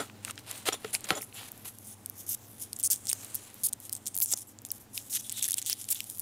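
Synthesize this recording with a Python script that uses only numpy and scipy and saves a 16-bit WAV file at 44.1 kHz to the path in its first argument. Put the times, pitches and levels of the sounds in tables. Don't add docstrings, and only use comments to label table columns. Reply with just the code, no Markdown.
import sys
import numpy as np
from scipy import signal
from scipy.fft import rfft, irfft
from scipy.io import wavfile

SR = 44100
rng = np.random.default_rng(int(sys.argv[2]) if len(sys.argv) > 2 else 0)


def generate_wav(signal):
    frames = np.transpose(np.atleast_2d(signal))
    scaled = np.clip(frames, -1, 1) * 32767
    pcm = np.round(scaled).astype(np.int16)
    wavfile.write(sys.argv[1], SR, pcm)


def voltage_ratio(decibels):
    exponent = np.asarray(decibels, float) / 20
    return 10 ** exponent


N = 273861

# frequency in Hz, level in dB per Hz.
ROOM_SPECTRUM = [(15, -6), (25, -20), (48, -9.5), (78, -3.5), (108, 5), (157, -5), (223, 1), (463, -6),
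                 (840, -10), (1400, -13.5), (4490, -21), (8140, -19.5), (11900, -31), (14800, -22),
                 (16000, -23.5)]
# time in seconds, level in dB.
ROOM_LEVEL = [(0.0, -56.5), (5.88, -60), (6.21, -59)]
# frequency in Hz, width in Hz, level in dB relative to the room.
APPLIANCE_HUM = [(211, 10.2, -7), (266, 6.1, -13), (303.3, 19, -11), (800, 77, -13)]
# frequency in Hz, level in dB relative to the room.
MAINS_TONES = [(100, -1), (120, -5.5)]

# time in seconds, level in dB, length in seconds, share of high modes in dB.
KNOCKS = [(0.0, -37, 0.04, 0), (0.687, -36, 0.00087, -12), (0.724, -41.5, 0.041, 6.5),
          (0.846, -42.5, 0.0066, -16), (0.943, -52, 0.0033, -10), (1.106, -33, 0.0011, -7),
          (1.117, -36, 0.088, -17), (1.15, -49, 0.035, 4), (1.175, -43, 0.027, -5),
          (4.321, -50, 0.032, -25)]
# frequency in Hz, level in dB, t60 in seconds.
PACK_MODES = [(127, -16, 0.17), (320, -4, 0.0096), (431, 4.5, 0.049), (595, -3.5, 0.016), (759.4, 2, 0.035),
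              (1045, -4.5, 0.015), (1290, 1.5, 0.024), (1900, -11, 0.0088), (2800, -9, 0.0024),
              (3350, -2, 0.012), (5810, -7, 0.012), (7100, 4, 0.035), (9200, 3, 0.05), (10060, 4, 0.06)]

# frequency in Hz, level in dB per Hz.
FOIL_SPECTRUM = [(2500, -41), (4000, -25), (5000, -5.5), (6500, 0.5), (8500, -1.5), (12000, -1),
                 (14500, -2), (16500, -8)]
CARD_SPECTRUM = [(180, -56), (300, -10), (628, -3.5), (768, -4.5), (1550, -5.5), (2900, -3.5), (3630, -4.5),
                 (3970, -2), (6000, -15), (7800, -23), (13200, -120)]
LINING_SPECTRUM = [(700, -30), (1500, -14), (2500, -9), (3000, -4), (3500, -.5), (4200, -6), (6000, -12),
                   (8000, -35)]
# start in seconds, pressed time in ms, release in ms, level in dB.
PULLS = [(.231, 83, 8.5, -43), (.468, 50, 7.3, -42), (0.718, 27, 20, -38), (.806, 100, 20, -53),
         (0.934, 17.6, 30, -34.5), (1.072, 41, 33, -39.5), (1.80, 140, 17, -46), (2.159, 54, 58, -43.5),
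         (2.268, 81.5, 4.8, -34), (2.586, 49, 41, -40.5), (3.078, 25.4, 39, -30), (3.172, 62, 22, -45),
         (3.555, 81, 13, -50), (3.637, 38, 22, -45), (3.805, 61, 48, -44), (4.138, 18, 8.8, -42.5),
         (4.286, 53.6, 6.1, -29.5), (4.466, 56, 27, -55.5), (4.684, 40, 10, -50), (4.935, 48, 77, -39.5),
         (5.101, 69, 20, -29), (5.236, 34, 24, -47.5), (5.339, 56, 15, -36.5), (5.408, 56, 22, -33),
         (5.659, 78, 12, -37.5), (5.77, 54, 16, -43), (5.888, 45, 7, -33.5), (6.076, 48, 14, -47)]
SLIPS = [(0.0, 19, 126, -45.5), (0.384, 8.2, 17, -47.5), (.52, 56, 120, -45.5), (.659, 28, 32, -30),
         (1.04, 17, 8.9, -47), (1.150, 42, 10, -43), (1.208, 37, 11, -43), (1.338, 150, 10, -46),
         (1.647, 41, 37, -42), (2.792, 8.6, 31, -32.5), (2.836, 18, 14, -30.5), (2.905, 25, 33, -25.5),
         (2.945, 16, 81, -42), (3.13, 49, 28, -48.5), (3.339, 19, 82, -39), (3.681, 7.9, 3, -32.5),
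         (3.917, 63, 4, -44.5), (4.059, 24, 14, -37), (4.258, 40, 5, -42.5), (4.36, 37, 4.4, -45),
         (4.4, 32, 4, -45), (4.656, 7.7, 17, -41.5), (4.73, 52, 14, -48.5), (4.796, 21, 60, -50),
         (5.19, 20, 5, -38.5), (5.312, 20, 4, -42), (5.474, 34, 41, -37.5), (5.569, 26, 13, -35),
         (5.94, 11, 125, -33.5)]
PULL_RISE_SHARE, SLIP_RISE_MS = 0.59, 6.1
# time in seconds, rustle between strokes in dB, share of paper under the fingers in dB,
# resonance of the free foil flap in Hz.
GRIP = [(0.0, -62, -4, 9400), (0.9, -54, -2, 9200), (1.1, -58.5, 2.5, 9500), (1.2, -50.5, -18, 9800),
        (1.4, -62, -3, 10200), (1.6, -52, -8.5, 11000), (2.0, -59, -20.5, 10000), (2.45, -49.5, -16, 12300),
        (2.9, -51, -19, 9000), (3.15, -44, -18.5, 8350), (3.55, -50, -15.5, 9400),
        (3.75, -59, -15.5, 10500), (4.3, -49, -19, 7300), (4.6, -69.5, -17, 11500), (4.88, -63, -18, 11200),
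        (5.05, -46.5, -15.5, 9800), (5.4, -48, -10, 8800), (6.21, -47.5, -13, 11000)]
PUT_DOWN_S = 1.72
SHUFFLE_START_S, SHUFFLE_END_S = 3.14, 3.62
RESTING_PAPER_DB, SHUFFLE_DB = 2, 8

RINGING_PARTS = [(.2485, 4.2, 2770, 497, -39.5), (.279, 4.5, 1290, 400, -43.5), (.279, 4.6, 2180, 500, -44.5),
                 (.296, 7, 1290, 600, -41.5), (.297, 7.3, 2920, 500, -44), (.378, 9.8, 2870, 600, -49),
                 (.503, 3.3, 1600, 500, -47), (.570, 3.8, 900, 500, -50), (.672, 12, 2930, 200, -40),
                 (.688, 2.8, 3200, 900, -25), (.6885, 2.1, 430, 250, -27.5), (.724, 20, 7080, 120, -36.5),
                 (.724, 27, 5600, 150, -41.5), (.740, 21, 3540, 150, -46), (.723, 6.6, 1010, 300, -42),
                 (.738, 15, 470, 200, -42.5), (1.1048, 2.7, 1590, 900, -21), (1.1048, 1.64, 2860, 900, -17),
                 (1.106, 16, 250, 201, -35), (1.106, 28, 110, 60, -43), (1.110, 24, 3300, 300, -47),
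                 (1.164, 16, 3340, 200, -51), (1.150, 45, 607, 80, -45), (1.2095, 3, 2700, 700, -45),
                 (1.218, 6, 5600, 900, -44.5), (1.226, 4.1, 2000, 900, -46), (1.410, 5.7, 900, 600, -49),
                 (3.082, 19, 5400, 700, -38.5), (3.099, 3.9, 3870, 500, -41), (3.113, 2.2, 2550, 900, -36.5),
                (3.097, 6, 9000, 600, -28.5), (4.335, 4.6, 595, 496, -39.5), (4.976, 4.2, 3440, 700, -39.5),
                (5.127, 5, 4800, 700, -41.5), (5.168, 5.9, 2900, 900, -41.5), (5.185, 23, 5800, 500, -48),
                (5.241, 43, 3460, 400, -53.5), (5.361, 17, 3500, 600, -50), (5.370, 5, 6900, 400, -40),
                (5.409, 12, 3530, 500, -43), (5.440, 26, 3460, 500, -46), (5.452, 10, 8300, 400, -35),
                (5.482, 8.7, 1900, 300, -49), (5.728, 2.7, 5560, 600, -24.5),
                 (0.0, 38, 724, 150, -43), (0.0, 43, 290, 80, -44.5), (0.0, 40, 1290, 150, -48),
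               (.097, 5, 1290, 1000, -47), (.686, 6.8, 330, 150, -33.5), (.847, 4.7, 1460, 700, -40),
               (.860, 75, 2950, 900, -58), (.955, 18, 2800, 500, -49), (1.041, 7.2, 7070, 500, -40),
               (1.152, 8.9, 7050, 500, -41), (1.170, 20, 7100, 300, -46), (1.170, 14, 5940, 300, -47),
               (1.326, 2.9, 2500, 1500, -48), (1.360, 93, 3000, 800, -52.5),
                 (2.836, 4, 8700, 820, -21.5), (3.129, 2.7, 5400, 690, -30), (4.222, 22, 7250, 400, -36.5),
               (4.260, 36, 9200, 400, -48), (4.470, 54, 11600, 830, -57.5), (4.470, 47, 7900, 700, -59),
               (5.531, 1.5, 3500, 690, -33), (5.955, 7.6, 3550, 550, -42.5), (4.323, 7, 8200, 820, -27),
               (5.330, 120, 3700, 700, -53.5), (3.640, 30, 11800, 1600, -39), (2.762, 7, 8100, 1900, -40.5)]
RING_RISE_MS, RING_FALL_SHARE = 0.62, 0.56

# time in seconds, peak in dB, centre in Hz.
FOLDS = [
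    (.249, -23.5, 3200),
    (0.3093, -25.5, 2920),
    (3.8952, -24, 4600),
    (4.2195, -19, 3850),
    (4.9773, -18, 3760),
    (5.6979, -12.5, 4570),
    (5.7293, -14.5, 5400),
    (6.0045, -17, 3700),
]
DRAWING = [(0.2763, -34, 2160), (0.3778, -27, 2720), (0.5127, -15.5, 9050), (0.5777, -26, 8500),
           (0.6885, -15.5, 3070), (0.7312, -17, 7100), (0.9325, -25, 7000), (0.95, -11, 2760),
           (1.0077, -23, 9800), (1.0433, -18, 7500), (1.1052, -14.5, 2540), (1.2199, -15.5, 13500),
           (1.4113, -36, 2940), (1.5183, -19, 13000), (1.7862, -23, 11500)]
PICKING = [(2.0603, -13, 10250), (2.098, -15.5, 11750), (2.292, -10.5, 11200), (2.3235, -19, 11300),
           (2.731, -14, 8500), (2.7657, -24, 8090), (2.799, -12, 12600), (2.838, -19, 9400),
           (2.9025, -7, 9400), (2.9237, -14, 8360), (2.931, -4.5, 9150), (2.941, -20, 8920),
           (2.9602, -20, 8550), (3.0549, -21.5, 9000), (3.0701, -14, 8150), (3.1302, -0.5, 8800),
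           (3.2469, -19.5, 9500), (3.346, -13, 11700), (3.3509, -15, 12000), (3.502, -32.5, 8800),
           (3.543, -24, 12300), (3.635, -10, 10500), (3.7321, -8, 9000), (3.802, -23, 11700),
           (3.952, -18, 8900), (3.9652, -22, 8100), (4.08, -18, 9000)]
LIFTING = [(4.1536, -14, 13300), (4.2593, -12, 9200), (4.281, -22, 8730), (4.316, -6, 11300),
           (4.3268, -6, 8400), (4.3366, -4.5, 5930), (4.588, -27, 7400), (4.6187, -28, 12100),
           (4.6507, -18, 7700), (4.7163, -7.5, 13300), (5.128, -19, 9530), (5.3242, -11, 9900),
           (5.4422, -9, 6860), (5.455, -13, 8280), (5.5083, -5, 10100), (5.5191, -4, 10100),
           (5.542, -4, 8500)]
SPREADING = [(5.626, -15.5, 7960), (5.8141, -20.5, 8300), (5.8426, -22, 7000), (5.9295, -14, 9760),
             (5.9469, -14, 12000), (6.042, -22.5, 9300), (6.0998, -14, 10200), (6.1104, -22, 12200),
             (6.1485, -25, 9300), (6.196, -10, 14000)]
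FORERUNNERS = [(1.089, -19, 8200), (2.8299, -11.5, 9700), (3.1155, -11, 9100), (3.728, -18, 9200),
               (4.3068, -20, 8400), (4.7048, -22.5, 5400), (5.319, -22, 8000), (5.425, -15, 8800),
               (5.4996, -16, 8800), (5.5338, -20, 8740), (5.5729, -14, 10500), (5.6558, -24, 6200),
               (5.889, -13, 7800), (6.184, -21, 11700)]
DOUBLES = [(2.295, -12, 11500), (2.9058, -7, 9200), (3.0936, -8, 8250), (3.3534, -10, 11900),
           (3.6874, -13, 10000), (3.9279, -6.5, 10800), (4.0665, -13, 8800), (4.3745, -18, 9200),
           (5.158, -15, 10300), (5.2957, -14, 8000), (5.4266, -6, 8700), (5.4803, -12, 10100),
           (5.583, -9.5, 7750), (5.6168, -19, 7840)]
TICKS = [(0.357, -36.5, 7000), (.395, -41, 5040), (3.061, -30, 8000), (3.082, -23, 9000),
         (3.102, -15, 9500), (3.122, -26, 8500), (4.1445, -25.5, 7000), (4.058, -25, 8700),
         (4.0718, -14.5, 8800), (4.388, -22, 10000), (4.415, -37, 12000), (5.1515, -27, 9000),
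         (5.156, -25, 9500), (5.170, -26, 8500), (5.487, -13, 9800), (5.649, -29, 6000), (5.624, -27, 9000),
         (4.1658, -8.5, 11900), (4.1763, -8, 10400), (4.1871, -9.5, 11500), (4.2023, -7, 12900),
         (4.214, -7.5, 12900), (4.1965, -25, 10000), (1.577, -32, 10500), (1.871, -34, 9000),
         (2.911, -10, 12500), (2.789, -24, 12000), (3.7375, -29, 7000), (.9075, -31, 9500),
         (3.853, -26, 9000), (4.149, -24, 9000), (4.688, -34, 10000), (4.7185, -17, 8700),
         (4.952, -29.5, 7000), (5.530, -17, 10500), (5.805, -34, 6000), (5.853, -30, 11500),
         (6.154, -32, 11000), (6.166, -30, 11000), (6.173, -27, 11500), (6.201, -21, 10000),
         (5.313, -29, 8000), (5.8872, -22, 7040)]
CRACK_RATIO, CRACK_DB = 2.73, 7
REBOUND_S, REBOUND_DB = 0.0050, -5.5

# start in seconds, end in seconds, first gap in ms, last gap in ms, peak in dB.
PEELS = [(2.8432, 2.8760, 3.0, 2.2, -14.5), (2.9130, 2.9250, 1.3, 1.3, -13),
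         (3.6388, 3.6715, 3.2, 2.1, -12.5), (5.9228, 5.9290, 1.2, 1.4, -15),
         (4.2210, 4.2390, 1.7, 2.4, -11), (4.2409, 4.2515, 2.9, 4.2, -13), (5.6623, 5.6950, 3.9, 5.2, -18),
         (5.7010, 5.7260, 3.2, 2.6, -20), (5.9041, 5.9225, 3.3, 2.7, -9)]
PEEL_HZ, PEEL_HZ_PER_DB, PEEL_MEAN_DB = 11200, 358, -11.5
PEEL_PAPER_FOLLOWS, PEEL_PAPER_MEAN_DB = 1.75, -15.5
STICK_DB_PER_OCTAVE = 2
PEEL_FADE_DB = -3.5

# frequency in Hz, side level in dB relative to mid.
PORTS_SPECTRUM = [(30, -19.5), (400, -7.5), (1500, -14.5), (5000, -14), (9500, -7.5), (12500, -16),
                  (16000, -17.5)]


def at_hz(points, hz):
    table = np.array(points)
    return np.interp(np.log(hz + 1), np.log(table[:, 0]), table[:, 1])


def coloured(x, spectrum):
    gain = voltage_ratio(at_hz(spectrum, np.linspace(0, SR / 2, 2049)))
    cepstrum = irfft(np.log(gain / np.sqrt(np.mean(gain ** 2))))
    cepstrum[1:2048] *= 2
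    cepstrum[2049:] = 0
    impulse = irfft(np.exp(rfft(cepstrum)))
    return signal.oaconvolve(x, impulse)[:N]


def band(x, edges_hz):
    return signal.sosfilt(signal.butter(2, edges_hz, "band", fs=SR, output="sos"), x)


def ring(x, hz, width_hz):
    r = np.exp(-np.pi * width_hz / SR)
    feedback = [1, -2 * r * np.cos(2 * np.pi * hz / SR), r * r]
    return signal.lfilter([(1 - r * r) / 2, 0, (r * r - 1) / 2], feedback, x)


def drift(rate):
    knots = rng.standard_normal(3000)
    return np.interp(np.arange(N) / SR * rate, np.arange(3000), knots)


def add_at(out, s, sound):
    start = round(s * SR)
    out[start:start + len(sound)] += sound


def room():
    t = np.arange(N) / SR
    air = coloured(rng.standard_normal(N), ROOM_SPECTRUM) * voltage_ratio(0.5 + 1.2 * drift(3.28))
    for hz, width_hz, hum_db in APPLIANCE_HUM:
        line = ring(rng.standard_normal(N), hz, width_hz)
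        air = air + voltage_ratio(hum_db) * line / np.std(line)
    for hz, hum_db in MAINS_TONES:
        level = voltage_ratio(hum_db + 1.5 * drift(6))
        air = air + level * np.sin(2 * np.pi * hz * t + 0.8 * drift(9))
    s, db = np.transpose(ROOM_LEVEL)
    return air * voltage_ratio(np.interp(t, s, db))


def pack_knocks():
    out, t = np.zeros(N + 8192), np.arange(8192) / SR
    for s, db, length, high_db in KNOCKS:
        chatter = rng.standard_normal(8192) * voltage_ratio(-20 * t / length) / np.sqrt(length)
        add_at(out, s, voltage_ratio(db - 16.5) * band(chatter, [150, 2200]))
        for (hz, mode_db, t60), luck_db in zip(PACK_MODES, rng.normal(0, 3.46, len(PACK_MODES))):
            strength = voltage_ratio(db + mode_db + luck_db + 2.0 + (high_db if hz > 3000 else 0))
            add_at(out, s, strength * ring(chatter, hz, 1.69 / t60))
    return out[:N]


def grains(per_s, spread_db, smooth):
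    born = rng.random(N) < per_s / SR
    sizes = voltage_ratio(spread_db * np.minimum(rng.exponential(1, N), 3.2))
    creases = sizes * rng.choice([-1, 1], N) * born
    skin = smooth * rng.standard_normal(N)
    return (creases / np.std(creases) + skin) / np.sqrt(1 + smooth ** 2)


def strokes(t):
    power = np.zeros(N)
    rows = [(PULL_RISE_SHARE * row[1], *row) for row in PULLS]
    rows += [(SLIP_RISE_MS, *row) for row in SLIPS]
    shape_db = [-11.5, -12.5, -1.47, -1.5, -26.0, -35]
    for rise_ms, start, pressed_ms, release_ms, db in rows:
        hold_ms = max(pressed_ms - rise_ms, 1)
        corners = start + np.cumsum([-4, 4, rise_ms, hold_ms, release_ms, 8]) / 1000
        span = slice(max(round(corners[0] * SR), 0), round(corners[-1] * SR))
        power[span] += voltage_ratio(db + np.interp(t[span], corners, shape_db)) ** 2
    return power


def facets(x, y, flap_hz, lift_db, patchy_db):
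    out = 0
    for k, hz in enumerate(np.geomspace(3000, 16500, 14)):
        near = np.exp(-(np.log(hz / flap_hz) / 0.19) ** 2)
        level = voltage_ratio(lift_db * near + patchy_db * drift(16))
        out = out + level * ring(y if k % 2 else x, hz, 0.13 * hz)
    return out / np.std(out)


def rubbing():
    t = np.arange(N) / SR
    s, rustle_db, paper_db, flap_hz = np.transpose(GRIP)
    shuffling = (t > SHUFFLE_START_S) & (t < SHUFFLE_END_S)
    resting = voltage_ratio(np.interp(t, s, rustle_db) - 5.0) ** 2
    moving = strokes(t)
    foil_power = resting + moving
    resting_paper = resting * voltage_ratio(RESTING_PAPER_DB + SHUFFLE_DB * shuffling) ** 2
    paper_power = voltage_ratio(np.interp(t, s, paper_db)) ** 2 * (moving + resting_paper)
    clumps = voltage_ratio(1.4 * drift(120) + 1.2 * drift(400))

    crackle = grains(2200, 2.6, smooth=0.9)
    turned = crackle * rng.choice([-1, 1], N)
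    foil = facets(coloured(crackle, FOIL_SPECTRUM), coloured(turned, FOIL_SPECTRUM),
                  np.interp(t, s, flap_hz), lift_db=10, patchy_db=4.5)

    rough = grains(1200, 1.9, smooth=0.69)
    on_card = (t < PUT_DOWN_S) | shuffling
    paper = np.where(on_card, coloured(rough, CARD_SPECTRUM), coloured(rough, LINING_SPECTRUM))
    paper = paper * voltage_ratio(1.9 * drift(40))
    return clumps * (np.sqrt(foil_power) * foil + np.sqrt(paper_power) * paper)


def ringing():
    out, ms = np.zeros(N + 4096), np.arange(4096) / SR * 1000
    rows = RINGING_PARTS
    for s, driven_ms, hz, width_hz, db in rows:
        fall = np.maximum(ms / driven_ms - 1 + RING_FALL_SHARE, 0) / RING_FALL_SHARE
        push = np.clip(ms / RING_RISE_MS, 0, 1) * voltage_ratio(-20 * fall)
        tone = ring(rng.standard_normal(4096) * push, hz, 1.5 * width_hz)
        tone = ring(tone, hz, 1.5 * width_hz)
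        add_at(out, s, voltage_ratio(db) * tone * np.sqrt(driven_ms * SR / 1000) / np.linalg.norm(tone))
    return out[:N]


def crease(hz, noise, bright_t60=.0028, dull_t60=.004, tail_db=-28, tail_t60=.025, paper_db=0, pitched=3.0):
    t, hz = np.arange(1024) / SR, np.clip(hz, 2500, 13500)
    burst = noise[0] * (voltage_ratio(-60 * t / bright_t60) + voltage_ratio(tail_db - 60 * t / tail_t60))
    burst[40:] += 0.3 * burst[:-40]
    burst[0] = 3.88
    bright = band(burst, [max(0.54 * hz, 4200), np.clip(1.576 * hz, 9000, 17500)])
    bright = bright + pitched * ring(bright, max(hz, 5000), 0.2 * hz)
    dull = band(noise[1] * voltage_ratio(-60 * t / dull_t60), [min(0.65 * hz, 2400), 4600])
    dull_db = at_hz([(3000, 10.5), (6000, -22.5), (8000, -14.5), (11000, -37)], hz) + paper_db
    both = bright / np.linalg.norm(bright) + voltage_ratio(dull_db) * dull / np.linalg.norm(dull)
    return both / np.abs(both).max()


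def paper_gripped(s):
    grip_s, _, paper_db, _ = np.transpose(GRIP)
    return np.interp(s, grip_s, paper_db) - PEEL_PAPER_MEAN_DB


def single_snaps():
    out = np.zeros(N + 1024)
    rows = [*DRAWING, *PICKING, *LIFTING, *SPREADING, *FORERUNNERS, *FOLDS, *DOUBLES]
    rows += [(s + REBOUND_S, db + REBOUND_DB, hz) for s, db, hz in DOUBLES]
    rows += [(s, db + CRACK_DB, hz * CRACK_RATIO) for s, db, hz in FOLDS]
    for s, db, hz in rows:
        paper_db = 0.63 * paper_gripped(s) * (s > PUT_DOWN_S)
        add_at(out, s, voltage_ratio(db - 2.5) * crease(hz, rng.standard_normal((2, 1024)), paper_db=paper_db))
    return out[:N]


def ticks():
    out = np.zeros(N + 1024)
    for s, db, hz in TICKS:
        add_at(out, s, voltage_ratio(db) * crease(hz, rng.standard_normal((2, 1024))))
    return out[:N]


def peels():
    out = np.zeros(N + 1024)
    for start, end, first_ms, last_ms, db in PEELS:
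        hz = PEEL_HZ + PEEL_HZ_PER_DB * (db - PEEL_MEAN_DB)
        paper_db = PEEL_PAPER_FOLLOWS * paper_gripped(start)
        pitched = max(2.8 - 0.22 * paper_db, 0.6)
        fold = rng.standard_normal((2, 1024))
        s = start
        for _ in range(30):
            if s >= end:
                break
            noise = rng.standard_normal((2, 1024))
            gap_ms = np.interp(s, [start, end], [first_ms, last_ms])
            stick_db = STICK_DB_PER_OCTAVE * np.log2(gap_ms / np.sqrt(first_ms * last_ms))
            fade_db = PEEL_FADE_DB * ((s - start) / (end - start)) ** 3
            slip = crease(hz, fold + 0.35 * noise, bright_t60=0.0021, tail_db=-24,
                          paper_db=paper_db, pitched=pitched)
            add_at(out, s, voltage_ratio(db + 2.5 + stick_db + fade_db + 1.5 * noise[0, -1]) * slip)
            s += gap_ms * (1 + 0.06 * noise[1, -1]) / 1000
    return out[:N]


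def scene():
    soft = signal.cheby2(14, 60, 16300, fs=SR, output="sos")
    air, other_air, place = room(), room(), drift(40)
    hands = signal.sosfilt(soft, pack_knocks() + rubbing())
    hands = hands + ringing() + single_snaps() + ticks() + peels()
    mid = hands + signal.sosfilt(soft, air)
    other = np.roll(hands, 9) * (0.33 + 0.86 * place) + other_air
    side = voltage_ratio(-21.0) * coloured(other, PORTS_SPECTRUM) + 0.025 * hands
    return np.array([mid + side, mid - side])


def band_limit(x):
    return signal.sosfilt(signal.butter(12, 17030, fs=SR, output="sos"), x)


def record(dry):
    rounded = 0.4 * np.tanh(dry / 0.4)
    mix = signal.sosfilt(signal.cheby2(12, 70, 17250, fs=SR, output="sos"), rounded)
    return band_limit(mix)


dry = scene()
out = record(dry)
generate_wav(out)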